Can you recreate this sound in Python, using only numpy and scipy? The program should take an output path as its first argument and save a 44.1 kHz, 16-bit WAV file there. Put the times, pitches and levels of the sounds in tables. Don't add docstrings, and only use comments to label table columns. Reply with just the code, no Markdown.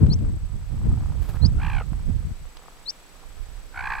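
import sys
import numpy as np
from scipy import signal
from scipy.io import wavfile
from scipy.ndimage import uniform_filter1d

SR = 44100
rng = np.random.default_rng(int(sys.argv[2]) if len(sys.argv) > 2 else 0)


def dump(signal):
    limited = np.clip(np.atleast_2d(signal).T, -1, 1)
    pcm = np.round(limited * 32767).astype(np.int16)
    wavfile.write(sys.argv[1], SR, pcm)


N = 176400
T = np.arange(N) / SR
CUTOFF_HZ = 15750

# (first beat [s], beat rate [1/s], slowing [1/s^2])
CROAK_BEATS = [(1.586, 61.9, 18), (3.7455, 62.4, 0)]
CROAK_LEAPS = [.7, 0.61]
# (time [s], pitch on the beat [Hz], level before the throat [dB])
CROAK_COURSES = [
    [(1.57, 705, -56), (1.603, 743, -40), (1.63, 846, -34), (1.70, 832, -33), (1.785, 766, -34.5),
     (1.805, 720, -37.5), (1.823, 666, -43.5), (1.845, 600, -62)],
    [(3.725, 749, -60), (3.745, 747, -42.5), (3.775, 760, -32.5), (3.81, 755, -31.5), (3.845, 813, -31),
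     (3.92, 851, -26.5), (3.955, 798, -30.5), (4.0, 841, -31.5)],
]
# (frequency [Hz], gain [dB])
THROAT_RESPONSES = [
    [(600, -3), (850, -4), (1250, 5), (1650, -4), (2100, -3), (2500, -0.5), (3200, -11.5), (3700, -24),
     (4200, -17), (5000, -29), (8000, -38), (14000, -36)],
    [(600, -8.5), (850, -5), (1200, 9), (1500, 1.5), (2000, 0), (2400, -2), (2900, -21), (3700, -26.5),
     (4350, -19.5), (5200, -36.5), (8000, -45), (14000, -43)],
]
# (time [s], level loss [dB], pitch rise [octaves])
WEAK_BEATS = [(1.685, 2.5, .12), (1.716, 2.5, 0.11), (3.824, 4, 0.072), (3.889, 9, 0.084),
              (3.969, 4.5, 0.053)]
# (frequency [Hz], left-right difference [dB])
CROAK_PAN = [(900, 1), (1600, -2.9), (2400, -5), (4500, -2)]
# (time [s], pitch [Hz], level [dB])
PEEP_COURSES = [
    [(0.095, 3650, -67), (0.101, 4060, -45), (0.125, 4480, -32), (0.135, 5270, -29.5), (0.143, 5920, -42.5),
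     (0.148, 5870, -54)],
    [(1.417, 3870, -53), (1.427, 4240, -38.5), (1.443, 4150, -41), (1.451, 4430, -29.5), (1.463, 5110, -30),
     (1.472, 5220, -51.5)],
    [(2.857, 3662, -53), (2.865, 3950, -37.5), (2.873, 4170, -39), (2.883, 4280, -30), (2.895, 4900, -25),
     (2.905, 5700, -30.5), (2.911, 5762, -48)],
]
# (time [s], strength before the modes [dB], left-right difference [dB])
TICK_STRIKES = [(0.065, -45, 1), (0.132, -38.5, 3.5), (0.249, -47, 0), (0.814, -45, -4), (0.864, -51, -1.0),
                (0.907, -47, -1.0), (0.94, -43, -1), (0.974, -40, 1), (1.008, -39.5, -1.0), (1.035, -42, 3),
                (1.059, -42, 1), (1.1, -43, -0.5), (1.121, -40, 2), (1.153, -46, 4), (1.343, -40.5, -0.5),
                (1.369, -39.5, -3), (1.434, -40, 10), (1.81, -28.5, -2.5), (1.932, -41.5, 2),
                (1.995, -44, -2), (2.227, -46, -1.5), (2.454, -46, 15.5), (2.569, -42, 7), (2.592, -43, 4),
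                (2.616, -52, 4), (2.659, -44.5, 1.5), (2.683, -37.5, 17), (2.771, -44.5, 13),
                (3.238, -43.5, 3)]
# (frequency [Hz], relative gain [dB], time to fall 60 dB [s])
TICK_MODES = [(480, 2.5, 0.034), (760, 9, 0.013), (977, 9, 0.014), (1255, 10.5, 0.01), (1810, -9, 0.013),
              (2300, -15, 0.0073)]
# (time [s], level [dB])
PATTER_LEVEL = [(0, -58.5), (.75, -55.5), (.9, -50), (1.15, -53), (1.42, -49), (1.55, -54), (2.45, -63),
                (2.66, -50), (2.85, -59), (3.2, -56), (3.45, -59.5), (4, -55)]
# (time [s], strength before the noise [dB], left-right difference [dB])
STEM_SNAPS = [(.067, -44, -7), (.134, -41.5, -3), (.19, -50, -2), (.755, -62, 0), (1.298, -63, 3),
              (2.57, -40, -15)]
# (frequency [Hz], density [dB per Hz])
SNAP_SPECTRUM = [(1000, -20), (3200, 8), (4500, 1), (7000, -13), (15000, -21)]
# (time [s], level [dB])
RUSTLE_LEVEL = [(1.17, -77), (1.22, -49.5), (1.275, -51.5), (1.30, -41.5), (1.315, -50), (1.37, -54),
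                (1.45, -75)]
# (frequency [Hz], density [dB per Hz])
RUSTLE_SPECTRUM = [(300, 18.5), (1400, 8.5), (2500, 2), (5000, -2), (8000, -9), (13500, -1), (15500, -21)]
# (time [s], level [dB])
GUSTS_LEFT = [(0.0, -12), (0.12, -17.5), (0.18, -18.5), (0.23, -15.5), (0.38, -31), (0.67, -42.5),
              (0.8, -23), (0.94, -17), (0.98, -26.5), (1.12, -28), (1.28, -45.5), (1.45, -37), (1.49, -27),
              (1.59, -21.5), (1.93, -39), (1.99, -29), (2.09, -33.5), (2.32, -31.5), (2.38, -53),
              (2.42, -36), (2.48, -63), (3.09, -77), (3.53, -60), (3.71, -61), (3.77, -42.5), (4.0, -43.5)]
GUSTS_RIGHT = [(0.0, -14), (0.43, -33), (0.51, -26), (0.68, -37.5), (0.73, -22.5), (0.82, -27), (0.88, -17),
               (1.05, -32.5), (1.09, -22.5), (1.38, -26.5), (1.45, -4.5), (1.51, -20), (1.85, -25),
               (1.91, -22), (2.04, -32.5), (2.07, -17.5), (2.21, -22), (2.26, -37.5), (2.45, -45.5),
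               (2.49, -58), (2.88, -91), (3.31, -52), (3.42, -42), (3.74, -50.5), (3.85, -40), (4.0, -54)]
# (frequency [Hz], density [dB per Hz])
RUMBLE_LEFT = [(20, -13.5), (35, -5.5), (65, 2), (120, 1), (170, -5), (250, -12), (380, -26.5), (600, -49),
               (1200, -69)]
RUMBLE_RIGHT = [(20, -5.5), (35, -1), (65, 2), (120, -0.5), (170, -13.5), (250, -35.5), (400, -47),
                (700, -67), (1200, -57)]
# (frequency [Hz], density [dB per Hz])
AIR_SPECTRUM = [(50, 3.5), (120, 2), (300, -1.5), (700, -2.5), (1230, -5), (1700, -4.5), (2500, -7.5),
                (4500, -10), (8000, -14.5), (11000, -15.5), (15500, -24.5)]
# (time [s], level [dB])
AIR_LEVEL = [(0, -54.5), (.5, -55), (1.0, -52.5), (2.3, -53), (3.1, -52), (4.0, -52.5)]
# (frequency [Hz], left-right correlation [-1 to 1])
AIR_CORRELATION = [(100, 0.62), (400, 0.78), (1200, 0.23), (3000, 0.13), (7000, 0.073), (15000, 0.07)]
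# (frequency [Hz], left-right difference [dB])
AIR_PAN = [(200, -1), (1200, -1), (4500, -1.6), (12000, 1)]

PITCH_JITTER, SHIMMER_DB, RASP = .022, 1.1, .1
BEAT_JITTER_S, WEAK_WIDTH_S = .0003, .006
LOWEST_AT_BEATS, LEAP_SHARE, SLIDE_CURVE = .2, 0.28, 1.7
FUNDAMENTAL_LEAD_BEATS, SECOND_LAG_BEATS = 0.063, 0.048
FUNDAMENTAL_DIP_DB, OVERTONE_DIP_DB, SWELL_SHAPE = 12.5, 18, 1.27
SOFT_BELOW_DB, SOFT_DULLING = -30.5, 0.64

PEEP_FADE_S, PEEP_OCTAVE_DB = 0.0082, -25
PEEP_PAN_DB, PEEP_RIGHT_LAG_S = 5.5, .000044
CRACK_BEFORE_END_S, CRACK_WIDTH_S, CRACK_DEPTH, CRACK_RATE_HZ = 0.0043, 0.0056, 0.48, 1000

TICK_DB, TICK_SPREAD_DB, PATTER_PER_S = -9, 3, 130
SNAP_DECAY_S = 0.0028
RUSTLE_PAN_DB = 0.5
WIND_REFERENCE_DB, WIND_BRIGHTENING, WIND_FLICKER_DB, WIND_DB = -14.5, 0.41, 3, 1
WHINE_HZ, WHINE_DB, WHINE_RIGHT_DB = 7868, -57.5, -15.5
WHINE_PERIOD_S, WHINE_CENTRE_S, WHINE_DUTY = 1 / 29.97, 3.031, 0.5


def croak(beating, leap_octaves, course, throat):
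    first_s, rate, slowing = beating
    beat_hz, level_db = in_time(course)
    gate = during(course, .005)
    on = gate > 0
    since = T - first_s + BEAT_JITTER_S * drift(19.2)
    beats = since * (rate - slowing * since / 2)
    octaves = leap_octaves * (pitch_lift(beats) - pitch_lift(0))
    for s, loss_db, weak_octaves in WEAK_BEATS:
        near = np.exp(-((T - s) / WEAK_WIDTH_S) ** 2)
        level_db = level_db - loss_db * near
        octaves = octaves + weak_octaves * near
    hz = (beat_hz * 2 ** octaves * (1 + PITCH_JITTER * drift(270)))[on]
    phase = 2 * np.pi * np.cumsum(hz) / SR
    softness_db = np.maximum(SOFT_BELOW_DB - level_db[on], 0)
    out = np.zeros((2, N))
    for k in range(1, 16):
        dip_db = FUNDAMENTAL_DIP_DB if k == 1 else OVERTONE_DIP_DB
        lead = {1: FUNDAMENTAL_LEAD_BEATS, 2: -SECOND_LAG_BEATS}.get(k, 0)
        slack = np.abs(np.sin(np.pi * (beats[on] + lead))) ** (2 * SWELL_SHAPE)
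        dull_db = SOFT_DULLING * softness_db * (k > 2)
        gain_db = at_hz(throat, k * hz) - dip_db * slack - dull_db + SHIMMER_DB * drift(220)[on]
        harmonic = np.sqrt(2) * from_db(gain_db) * np.sin(k * phase)
        out[:, on] += harmonic * panned(at_hz(CROAK_PAN, k * hz))
    return out * gate * from_db(level_db) * (1 + RASP * drift(620))


def pitch_lift(beats):
    after = (beats - LOWEST_AT_BEATS) % 1
    leap = np.sin(np.pi / 2 * after / LEAP_SHARE) ** 2
    slide = ((1 - after) / (1 - LEAP_SHARE)) ** SLIDE_CURVE
    return np.where(after < LEAP_SHARE, leap, slide)


def peep(course):
    hz, level_db = in_time(course)
    crack_s = course[-1][0] - CRACK_BEFORE_END_S
    crack = CRACK_DEPTH * np.exp(-((T - crack_s) / CRACK_WIDTH_S) ** 2)
    cycles = np.cumsum(hz) / SR - hz * np.array([[0], [PEEP_RIGHT_LAG_S]])
    phase = 2 * np.pi * cycles + crack * drift(CRACK_RATE_HZ)
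    tone = np.sin(phase) + from_db(PEEP_OCTAVE_DB) * np.sin(2 * phase)
    tone = tone * (1 + crack * drift(CRACK_RATE_HZ)) * during(course, PEEP_FADE_S)
    tone = band_passed(tone, 4, [3200, 8300])
    return np.sqrt(2) * tone * from_db(level_db) * panned(PEEP_PAN_DB)


def ticks():
    patter = (rng.random(N) < PATTER_PER_S / SR) * from_db(in_time(PATTER_LEVEL)[0])
    strikes = kicks(TICK_STRIKES) + patter
    out = 0
    for hz, db, t60 in TICK_MODES:
        r = from_db(-60 / (t60 * SR))
        w = 2 * np.pi * hz / SR
        strength = from_db(TICK_DB + db + TICK_SPREAD_DB * rng.standard_normal(N))
        strength = strength * rng.choice([-1, 1], N)
        mode = [1, -r * np.cos(w)], [1, -2 * r * np.cos(w), r * r]
        out = out + signal.lfilter(*mode, strikes * strength)
    return band_passed(out, 2, [250, 2600])


def snaps():
    decay = signal.lfilter([1], [1, -np.exp(-1 / (SNAP_DECAY_S * SR))], kicks(STEM_SNAPS))
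    return decay * noise(SNAP_SPECTRUM, alike=0.24)


def rustle():
    level_db = in_time(RUSTLE_LEVEL)[0] + 2.2 * drift(56)
    envelope = from_db(level_db) * during(RUSTLE_LEVEL, .02)
    return envelope * noise(RUSTLE_SPECTRUM, alike=0.9) * panned(RUSTLE_PAN_DB)


def wind(gusts, spectrum):
    level_db = in_time(gusts)[0] + WIND_FLICKER_DB * drift(19.3)
    force_db = level_db - WIND_REFERENCE_DB
    out = 0
    for hz, band in zip(*noise_bands(spectrum, [(1, 0.11)])):
        tilt_db = force_db * WIND_BRIGHTENING * np.log2(hz / 80)
        out = out + band[0] * from_db(WIND_DB + level_db + tilt_db)
    return out


def air():
    centres, bands = noise_bands(AIR_SPECTRUM, AIR_CORRELATION)
    hiss = sum(band * panned(at_hz(AIR_PAN, hz)) for hz, band in zip(centres, bands))
    return from_db(in_time(AIR_LEVEL)[0]) * hiss


def whine():
    off_centre = np.abs(((T - WHINE_CENTRE_S) / WHINE_PERIOD_S + .5) % 1 - .5)
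    gate = uniform_filter1d(1.0 * (off_centre < WHINE_DUTY / 2), size=60)
    tone = np.sqrt(2) * gate * np.sin(2 * np.pi * WHINE_HZ * T)
    return tone * from_db([[WHINE_DB], [WHINE_DB + WHINE_RIGHT_DB]])


def from_db(db):
    return 10 ** (np.asarray(db) / 20)


def rms_one(x):
    return x / np.sqrt(np.mean(x ** 2) + 1e-20)


def in_time(rows):
    s, *columns = np.transpose(rows)
    return [np.interp(T, s, c) for c in columns]


def at_hz(points, hz):
    points = np.array(points)
    return np.interp(np.log(hz), np.log(points[:, 0]), points[:, 1])


def during(rows, fade_s):
    inside_s = np.minimum(T - rows[0][0], rows[-1][0] - T)
    return np.clip(1 + inside_s / fade_s, 0, 1)


def panned(db):
    gains = from_db(np.atleast_1d(db) * np.array([[.5], [-.5]]))
    return gains / np.sqrt(np.mean(gains ** 2, axis=0))


def band_passed(x, order, edges_hz):
    return signal.sosfilt(signal.butter(order, edges_hz, "band", fs=SR, output="sos"), x)


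def drift(rate_hz):
    r = np.exp(-2 * np.pi * rate_hz / SR)
    settled = signal.lfilter([1], [1, -2 * r, r * r], rng.standard_normal(N + SR))[SR:]
    return rms_one(settled)


def noise_bands(spectrum, likeness):
    low, high = spectrum[0][0], min(spectrum[-1][0], CUTOFF_HZ)
    edges = 20 * 2 ** (np.arange(21) / 2)
    white = rng.standard_normal((2, 2, N))
    centres, bands = [], []
    for k, pair in enumerate(zip(edges, edges[1:])):
        if pair[1] > low and pair[0] < high:
            mid, side = band_passed(white[k % 2], 2, pair)
            hz = np.sqrt(pair[0] * pair[1])
            alike = np.clip(at_hz(likeness, hz), -1, 1)
            stereo = np.sqrt(1 + alike) * mid + np.sqrt(1 - alike) * side * [[1], [-1]]
            centres.append(hz)
            bands.append(from_db(at_hz(spectrum, hz)) * stereo)
    return centres, np.array(bands) / np.std(sum(bands))


def noise(spectrum, alike):
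    return noise_bands(spectrum, [(1, alike)])[1].sum(axis=0)


def kicks(rows):
    out = np.zeros((2, N))
    for s, db, pan_db in rows:
        out[:, int(s * SR)] += from_db(db) * panned(pan_db)[:, 0]
    return out + 1e-18


def scene():
    calls = zip(CROAK_BEATS, CROAK_LEAPS, CROAK_COURSES, THROAT_RESPONSES)
    birds = sum(croak(*call) for call in calls) + sum(peep(course) for course in PEEP_COURSES)
    rumble = np.array([wind(GUSTS_LEFT, RUMBLE_LEFT), wind(GUSTS_RIGHT, RUMBLE_RIGHT)])
    return birds + ticks() + snaps() + rustle() + rumble + air() + whine()


def record(dry):
    return signal.sosfilt(signal.ellip(10, .1, 80, CUTOFF_HZ, fs=SR, output="sos"), dry)


dry = scene()
out = record(dry)
dump(out)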